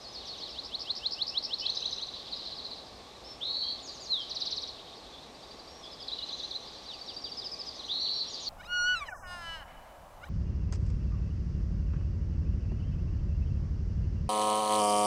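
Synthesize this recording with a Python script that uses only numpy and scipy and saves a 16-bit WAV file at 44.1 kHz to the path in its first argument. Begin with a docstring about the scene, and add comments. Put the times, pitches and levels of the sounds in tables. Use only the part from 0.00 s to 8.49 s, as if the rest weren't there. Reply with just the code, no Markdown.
"""Small songbirds in the scrub around an eagle's nest, every note a sliding tone scattered by a wooded slope.
From the start: rush, hiss and mains hum of a fixed microphone, and far birds' chatter with stray chirps.
Upslurs alternate with triplets, ending in a squeak and a twitter; tinkling notes follow. A buzzy note at
3.4 s leads to a downslur and a trill, then a lull with a faint twig click at 5.46 s. From 6 s come warbles,
pips and chips; the microphone takes a soft low thump at 7.2 s, and a second buzz sounds at 7.9 s."""
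import sys
import numpy as np
from scipy import signal
from scipy.fft import rfft, irfft
from scipy.io import wavfile
from scipy.ndimage import uniform_filter1d

SR = 44100
rng = np.random.default_rng(int(sys.argv[2]) if len(sys.argv) > 2 else 0)


def wav_out(sig):
    """Save sig, one row per channel (or a flat mono array), as 16-bit PCM at SR to the path in sys.argv[1]."""
    wavfile.write(sys.argv[1], SR, np.round(np.clip(np.atleast_2d(sig).T, -1, 1) * 32767).astype(np.int16))


N = 374409


def undb(db):
    """Decibels to gain."""
    return 10 ** (np.asarray(db) / 20)


def noise(colour):
    """Unit-rms noise shaped by (freq_hz, level_db) points."""
    hz, db = np.transpose(colour)
    bins_hz = np.maximum(np.fft.rfftfreq(N, 1 / SR), 1)
    gain = undb(np.interp(np.log(bins_hz), np.log(hz), db))
    out = irfft(rfft(rng.standard_normal(N)) * gain, N)
    return out / out.std()


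def walk(rate_hz, size):
    """Random wander: straight lines between unit-normal knots."""
    knots = rng.standard_normal(2048)
    return np.interp(np.arange(size) * rate_hz / SR % 2047, np.arange(2048), knots)


def add(track, start_s, sound):
    """Mix a sound into a track."""
    i = int(np.clip(start_s * SR, 0, len(track) - 1))
    track[i:i + len(sound)] += sound[:len(track) - i]


# rush spectrum: freq_hz, relative_db
RUSH_SPECTRUM = [(15, -34), (30, -5), (55, 0), (80, 0.5), (105, -6.5), (180, -4), (270, -0.5), (310, -3),
                 (400, 0), (850, -0.5), (980, -8), (1130, -0.5), (1330, -17), (1800, -51)]
# hiss spectrum: freq_hz, relative_db
HISS_SPECTRUM = [(500, 2), (1300, 0.5), (2600, 0), (4000, -4.5), (5500, -1), (7000, -7.5), (9500, -13.5),
                 (10400, -23), (11400, -26.5), (12600, -14.5), (13500, -19)]
# mains partials: freq_hz, level_db
HUM_PARTIALS = [(59.2, -68), (120, -74)]


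def microphone_noise(rush_db=-52, hiss_db=-56.5):
    """Steady low rush, thin hiss and mains hum."""
    t = np.arange(N) / SR
    hum = sum(np.sqrt(2) * undb(db) * np.sin(2 * np.pi * hz * t) for hz, db in HUM_PARTIALS)
    return undb(rush_db) * noise(RUSH_SPECTRUM) + undb(hiss_db) * noise(HISS_SPECTRUM) + hum


def thump(start_s=7.228, pitch_hz=66, rise_s=.018, level_db=-51):
    """Soft low knock that swells and dies within a few cycles."""
    t = np.arange(SR // 4) / SR
    swell = (t / rise_s * np.exp(1 - t / rise_s)) ** 2
    out = np.zeros(N)
    add(out, start_s, undb(level_db) * swell * np.sin(2 * np.pi * pitch_hz * t))
    return out


# loudness contour of the far birds: time_s, level_db
FAR_CONTOUR = [(0.0, -52), (0.13, -52), (0.19, -45.5), (0.45, -46), (0.85, -50), (1.5, -51), (1.7, -44),
               (2.3, -43), (2.64, -46), (2.98, -54), (3.38, -54), (3.8, -46.5), (4.02, -51), (4.45, -40.5),
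               (4.79, -51), (5.26, -53), (5.8, -54), (6.28, -43), (6.62, -48.5), (7.86, -49.5),
               (8.27, -43.5), (8.47, -43)]
# chatter spectrum: freq_hz, relative_db
CHATTER_SPECTRUM = [(2400, -17.5), (3000, -4.5), (3500, 5.5), (4100, 7), (4800, 1), (5600, -10),
                    (7000, -25), (9000, -101)]


def far_chatter(offset_db=-3.5, flicker_db=2):
    """Far birds, blurred by the trees into a flickering noise band."""
    contour_db = np.interp(np.arange(N) / SR, *np.transpose(FAR_CONTOUR))
    return noise(CHATTER_SPECTRUM) * undb(contour_db + offset_db + flicker_db * walk(25, N))


# far birds' repertoire: syllable
FAR_SYLLABLES = ["lift", "tinkle", "slide", "far_rise"]


def far_chirps(rate_hz=22, offset_db=-5.5, spread_db=2.5, pitch_spread=.06):
    """Short random chirps of far birds, following the chatter's level."""
    out = np.zeros(N)
    for slot in range(int(N / SR * rate_hz)):
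        start_s = (slot + rng.random()) / rate_hz
        loud, high = rng.standard_normal(2)
        level_db = np.interp(start_s, *np.transpose(FAR_CONTOUR)) + offset_db + spread_db * loud
        pitch_ratio = .95 * (1 + pitch_spread * high)
        add(out, start_s, gesture(rng.choice(FAR_SYLLABLES), level_db, pitch_ratio, length_ratio=.7))
    return out


def slope_scatter(song, near_t60_s=.12, far_t60_s=.58, far_db=-5, onset_s=.005):
    """Near branches scatter at once; the hillside returns a longer, fainter tail."""
    t = np.arange(int(1.5 * SR)) / SR
    decay = undb(-60 * t / near_t60_s) + undb(far_db - 60 * t / far_t60_s)
    onset = 1 - np.exp(-(t / onset_s) ** 2)
    response = rng.standard_normal(len(t)) * decay * onset
    return signal.fftconvolve(song, response / np.linalg.norm(response))[:N]


def envelope_db(t, attack_s, release_s):
    """Linear attack and release, floored at -40 dB."""
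    ramp = np.minimum(t / max(attack_s, 1 / SR), (t[-1] - t) / max(release_s, 1 / SR))
    return 20 * np.log10(np.clip(ramp, .01, 1))


def sliding_tone(time_s, pitch_hz, level_db, swing_hz=0, throb=0, pinch=0, waver=.007, flutter_db=1.3):
    """Sliding near-sine, as from a syrinx; a fast swing of pitch and strength makes it buzz."""
    t = np.arange(0, max(time_s[-1], .01), 1 / SR)
    size = len(t)
    settled_hz, haste_hz, settle_s = 125.5, 26, .125
    swing_rate_hz = (settled_hz + haste_hz * np.exp(-t / settle_s)) * (1 + .025 * walk(90, size))
    swing_rad = 2 * np.pi * np.cumsum(swing_rate_hz) / SR
    swing = np.sin(swing_rad) * np.minimum(t / .07, 1)
    glide_hz = uniform_filter1d(np.interp(t, time_s, pitch_hz), size=64)
    tone_hz = glide_hz * (1 + waver * walk(400, size)) + swing_hz * swing
    gain = undb(np.interp(t, time_s, level_db) + flutter_db * walk(250, size))
    gain *= 1 + throb * np.sin(swing_rad) + pinch * np.cos(2 * swing_rad)  # pinch chokes each turn
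    edge_s = np.minimum(t, t[-1] - t)
    gate = np.sin(np.pi / 2 * np.clip(edge_s / .002, 0, 1)) ** 2
    return np.sqrt(2) * gate * gain * np.sin(2 * np.pi * np.cumsum(tone_hz) / SR)


# buzzy notes: start_s, length_s, base_pitch_hz, level_db
BUZZES = [(3.403, 0.37, 4082, -35.8), (7.879, 0.38, 4105, -34.2)]


def buzzes(scoop_hz=1300, scoop_s=.029, climb_hz_per_s=450):
    """Long rasping notes that scoop up, then creep higher while the pitch swings fast."""
    out = np.zeros(N)
    for start_s, length_s, base_pitch_hz, level_db in BUZZES:
        t = np.arange(0, length_s, 1 / SR)
        hz = base_pitch_hz - scoop_hz * np.exp(-t / scoop_s) + climb_hz_per_s * t
        db = level_db + envelope_db(t, attack_s=.026, release_s=.06)
        tone = sliding_tone(t, hz, db, swing_hz=315, throb=.18, pinch=.4, waver=.017, flutter_db=1.7)
        add(out, start_s, tone)
    return out


# pitch slides by gesture, one point list per stroke: time_s, pitch_hz
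STROKES = { "hook": [[(0, 6500), (.014, 5800), (.028, 5000), (.044, 4350), (.058, 4330), (.072, 4500)]],
           "upslur": [[(0, 2510), (.03, 2560), (.05, 2740), (.08, 3400), (.089, 3840), (.107, 4620)]],
           "triplet": [[(0, 4005), (.01, 5820)], [(.012, 3900), (.018, 5100), (.025, 5750)], [(.0245, 3900),
           (.032, 5150), (.041, 5680)]], "tinkle": [[(0, 5150), (.016, 4650), (.027, 4150), (.037, 3720)]],
           "squeak": [[(0, 2850), (.02, 3000), (.04, 3050), (.052, 3450), (.064, 4400)], [(.0635, 3950),
           (.0675, 4400)]], "twitter": [[(0, 5800), (.004, 6640), (.009, 5744)], [(.015, 3640),
           (.022, 4100), (.028, 4530)]], "trill": [[(0, 4400), (.006, 6350), (.016, 4950), (.025, 4220),
           (.034, 3550)]], "whistle": [[(0, 4700), (.012, 5330), (.07, 5430)]], "plunge": [[(0, 7240),
           (.022, 6740), (.042, 6200), (.056, 5050), (.072, 4100), (.088, 3500)]], "downslur": [[(0, 4350),
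           (.018, 4280), (.04, 4020), (.06, 3720), (.09, 3380), (.125, 3160), (.19, 3060)]],
           "warble": [[(0, 5730), (.007, 4274), (.016, 3576), (.027, 3300), (.052, 4176), (.066, 3840)]],
           "chip": [[(0, 5350), (.008, 5180), (.017, 5130), (.026, 4850), (.037, 4470)]],
           "pip": [[(0, 5850), (.009, 5450), (.024, 5050)], [(.026, 4800), (.034, 4600), (.041, 4750),
           (.05, 5050)]], "far_peep": [[(0, 3510), (.06, 3310)]], "far_moan": [[(0, 2560), (.02, 2620),
           (.04, 2760)]], "far_tick": [[(0, 7060), (.006, 6010), (.016, 5600)]], "fall": [[(0, 4345),
           (.01, 3904), (.036, 3050), (.06, 2530)]], "droop": [[(0, 4100), (.02, 3950), (.04, 3550),
           (.055, 3000), (.075, 2650), (.11, 2300)]], "slide": [[(0, 5095), (.015, 4700), (.035, 4450)]],
           "swoop": [[(0, 5650), (.02, 5000), (.04, 4250), (.055, 3750)]], "lift": [[(0, 3006),
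           (.012, 3750), (.022, 4200)]], "far_rise": [[(0, 2500), (.015, 2800), (.025, 3500),
           (.035, 4150)]], }
# envelope and scatter by gesture: attack_s, release_s, scatter_over_direct_db
VOICING = {"hook": (0.0032, 0.025, -2), "upslur": (.052, .008, -13), "triplet": (.005, .001, -6.5),
           "tinkle": (0.024, 0.0033, -1.5), "squeak": (.02, 0.0011, -11), "twitter": (0.0018, .003, -4),
           "trill": (.009, 0.0028, -5.5), "whistle": (0.016, .008, 1), "plunge": (.006, .05, -1.5),
           "downslur": (0.036, 0.06, -6.5), "warble": (.005, 0.0067, -8.5), "chip": (0.008, 0.004, -4.5),
           "pip": (.006, .011, -4), "far_peep": (.003, 0.029, 17.5), "far_tick": (0.0024, 0.0078, 5.5),
           "fall": (.016, .008, -7), "slide": (0.0049, 0.017, -3), "lift": (.004, 0.0067, -3),
           "droop": (.065, .012, -8), "swoop": (.005, .025, -4), "far_rise": (.005, .015, 1),
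           "far_moan": (.008, .015, 3)}
# first stroke by gesture: offset_db
LEAD_IN_DB = {"triplet": -3.5, "pip": -6.5, "twitter": 2.5, "squeak": -3}
# burr by gesture: swing_hz
BURR_HZ = {"far_peep": 330, "far_moan": 200, "whistle": 70}
# strength over pitch, peak near 4 kHz: pitch_hz, gain_db
PRESENCE = [(2500, -30), (2750, -24), (3000, -17), (3300, -12), (3550, -9), (3850, -.5), (4100, 1.5),
            (4350, -2), (4700, -5), (5700, -11.5), (7300, -22)]


def gesture(name, base_db, pitch_ratio, length_ratio):
    """Sliding strokes whose strength follows their pitch: a syllable or, cut very short, a click."""
    attack_s, release_s, _ = VOICING[name]
    out = np.zeros(SR // 4)
    for k, stroke in enumerate(STROKES[name]):
        time_s, pitch_hz = np.transpose(stroke)
        length_s = max((time_s[-1] - time_s[0]) * length_ratio, .002)
        t = np.arange(0, length_s, 1 / SR)
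        glide_hz = pitch_ratio * np.interp(time_s[0] + t / length_ratio, time_s, pitch_hz)
        stroke_db = base_db + (LEAD_IN_DB.get(name, 0) if k == 0 else 0)
        presence_db = np.interp(glide_hz, *np.transpose(PRESENCE))
        level_db = stroke_db + presence_db + envelope_db(t, attack_s, release_s)
        tone = sliding_tone(t, glide_hz, level_db, swing_hz=BURR_HZ.get(name, 0))
        add(out, time_s[0] * length_ratio, tone)
    return out


# repeated syllables: gesture, count, start_s, period_s, drag_s,
# first_db, middle_db, last_db, pitch_ratio, length_ratio
PHRASES = [ ("fall", 3, .199, 0.126, 0, -41.5, -39, -39, 1, 0.95),
           ("lift", 3, .245, 0.131, 0, -43, -40, -42, 1, .75),
           ("upslur", 11, .3485, .1574, .018, -36.5, -25.7, -33.5, 1.01, .94),
           ("triplet", 10, .4755, .1579, .012, -38, -27.2, -34, .985, 0.95),
           ("twitter", 9, 1.6985, .0523, .005, -33, -34, -45, 0.96, 1.06),
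           ("far_tick", 7, 2.348, .0995, 0, -50, -52, -56, .83, 1.76),
           ("plunge", 3, 3.822, .09, 0, -36, -39.5, -35, 0.99, 1),
           ("trill", 8, 4.2915, .0528, .008, -33.5, -30.3, -38.5, 0.98, 1),
           ("pip", 5, 5.317, .082, 0, -46.5, -45, -46.5, 1, 0.97),
           ("chip", 3, 5.824, .087, 0, -47, -42, -40, 1, 1),
           ("far_peep", 2, 5.817, .158, 0, -50, -51.5, -52, 1, .85),
           ("warble", 5, 6.077, .1045, .01, -35, -37, -36.5, 0.99, 1.02),
           ("far_tick", 7, 6.261, .054, 0.015, -43, -44, -47, 1, 1),
           ("pip", 8, 6.754, .0763, 0, -44.5, -34.5, -32.5, 1, 1),
           ("far_tick", 12, 6.72, .103, 0, -53, -51, -43, 1, 1.3),
           ("whistle", 5, 7.36, .14, 0, -52, -48, -49, 1.08, .6),
           ("fall", 3, 7.074, .1695, 0, -36.5, -37, -37, 0.98, 1.05),
           ("chip", 5, 7.366, .073, .003, -31.5, -31.5, -34.5, .995, .98),
           ("whistle", 4, 7.99, .135, 0, -40, -38.5, -41, 1.05, .7),
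           ("plunge", 2, 8.292, .104, 0, -36.5, -35, -33, .995, 1), ]


def phrase_notes(drag_power=7, stray_db=.85, stray_pitch=.007):
    """Notes of all phrases: even pace until any closing drag, level along a parabola."""
    notes = []
    for name, count, start_s, period_s, drag_s, *arch_db, pitch_ratio, length_ratio in PHRASES:
        first_db, middle_db, last_db = arch_db
        bulge_db = middle_db - (first_db + last_db) / 2
        for beat in range(count):
            along = beat / (count - 1)
            time_s = start_s + period_s * beat + drag_s * along ** drag_power
            db = first_db + (last_db - first_db) * along + 4 * bulge_db * along * (1 - along)
            loud, high = rng.standard_normal(2)
            note_ratio = pitch_ratio * (1 + stray_pitch * high)
            notes.append((name, time_s, db + stray_db * loud, note_ratio, length_ratio))
    return notes


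# lone bird notes and, at 5.46 s, a faint, brief twig click:
# gesture, start_s, base_db, pitch_ratio, length_ratio
LONE_SOUNDS = [ ("hook", .01, -45, .99, 1), ("hook", .121, -41.5, .99, 1), ("hook", .253, -40, .99, 1),
               ("hook", .371, -42, 1, 1.05), ("whistle", 0, -45, .95, .3),
               ("whistle", 0.059, -46, 0.94, 0.75), ("swoop", .505, -46, 1, 1),
               ("lift", .776, -42, .93, 1.1), ("lift", .845, -44, 1, .8), ("lift", 1.09, -43, 1, .6),
               ("lift", 1.25, -43, 1, .6), ("squeak", 1.607, -21.5, 1, 1), ("far_moan", 1.618, -26, 1, 1),
               ("far_moan", 1.8, -35, .98, 1), ("lift", 2.078, -40, 1.05, .8),
               ("lift", 2.128, -42, 1.03, .9), ("far_rise", 2.262, -39, 1, .9),
               ("tinkle", 2.304, -34.5, .99, 1), ("slide", 2.355, -42, 1.02, 1),
               ("tinkle", 2.37, -43, 1, 1), ("tinkle", 2.436, -40.5, 1, 1), ("lift", 2.476, -43, 1.04, .7),
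               ("tinkle", 2.499, -40, 1, .95), ("slide", 2.546, -44, 1.05, 1),
               ("tinkle", 2.564, -38.5, 1, .95), ("lift", 2.594, -40, 1.04, .7),
               ("tinkle", 2.629, -39, .99, .95), ("tinkle", 2.694, -40, 1, 1), ("lift", 2.725, -44, 1, .7),
               ("tinkle", 2.759, -46.5, 1, 1), ("whistle", 3.236, -44.5, 0.995, 1.4),
               ("whistle", 3.617, -37, .605, 1.2), ("slide", 3.878, -40.5, 1, 1.1),
               ("slide", 4.0, -43, 1, 1.3), ("downslur", 4.087, -26.7, 1, 1), ("swoop", 4.196, -42, 1, 1),
               ("far_rise", 4.772, -37.5, 1, .95), ("far_rise", 4.855, -42, 1, 1.1),
               ("lift", 4.92, -46, .92, 1), ("swoop", 4.95, -52, 1, 1.2),
               ("far_rise", 5.04, -41.5, 1, 1.05), ("far_peep", 5.115, -54, 1.01, 0.72),
               ("lift", 5.1755, -45, 0.93, 1), ("lift", 5.215, -47, .95, 1), ("lift", 5.425, -47, .97, 1),
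               ("far_rise", 5.463, -44, 1, .25), ("whistle", 5.675, -49.5, 1.035, 1.8),
               ("far_peep", 6.178, -46, .85, 0.73), ("pip", 6.645, -42, 1.03, 1),
               ("droop", 6.872, -32.5, 1.01, 1.03), ("far_moan", 7.515, -35.5, .92, 1.8),
               ("chip", 7.735, -43, 1.02, 1), ("fall", 7.781, -41, 1.1, 1),
               ("lift", 7.8335, -40, 1.05, 1.1), ("slide", 7.886, -39, 1, .4),
               ("swoop", 7.905, -39, .88, .8), ("fall", 8.044, -33, 1.02, .85), ("lift", 8.085, -32, 1, .7),
               ("tinkle", 8.186, -33.5, 1.02, 1), ("slide", 8.33, -35.5, .99, 1),
               ("slide", 8.466, -29, .94, .8), ]


def songbirds_and_twig():
    """Lone notes, phrases and one twig click: the direct sound and the share that reaches the slope."""
    direct, to_slope = np.zeros(N), np.zeros(N)
    for name, start_s, base_db, pitch_ratio, length_ratio in LONE_SOUNDS + phrase_notes():
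        sound = gesture(name, base_db, pitch_ratio, length_ratio)
        _, _, scatter_db = VOICING[name]
        add(direct, start_s, sound)
        add(to_slope, start_s, undb(scatter_db) * sound)
    return direct, to_slope


def scene(buzz_scatter_db=-6, chirp_scatter_db=1):
    """Birds and twig, direct and by way of the slope, over the background; mono."""
    direct, to_slope = songbirds_and_twig()
    buzz, chirps = buzzes(), far_chirps()
    tails = slope_scatter(to_slope + undb(buzz_scatter_db) * buzz + undb(chirp_scatter_db) * chirps)
    return (direct + buzz + chirps + tails + far_chatter() + thump() + microphone_noise())[None]


def record(dry):
    """The recorder's steep low-pass."""
    cutoff_hz = 12850
    return signal.sosfilt(signal.ellip(12, .2, 70, cutoff_hz, fs=SR, output="sos"), dry)


dry = scene()
out = record(dry)
wav_out(out)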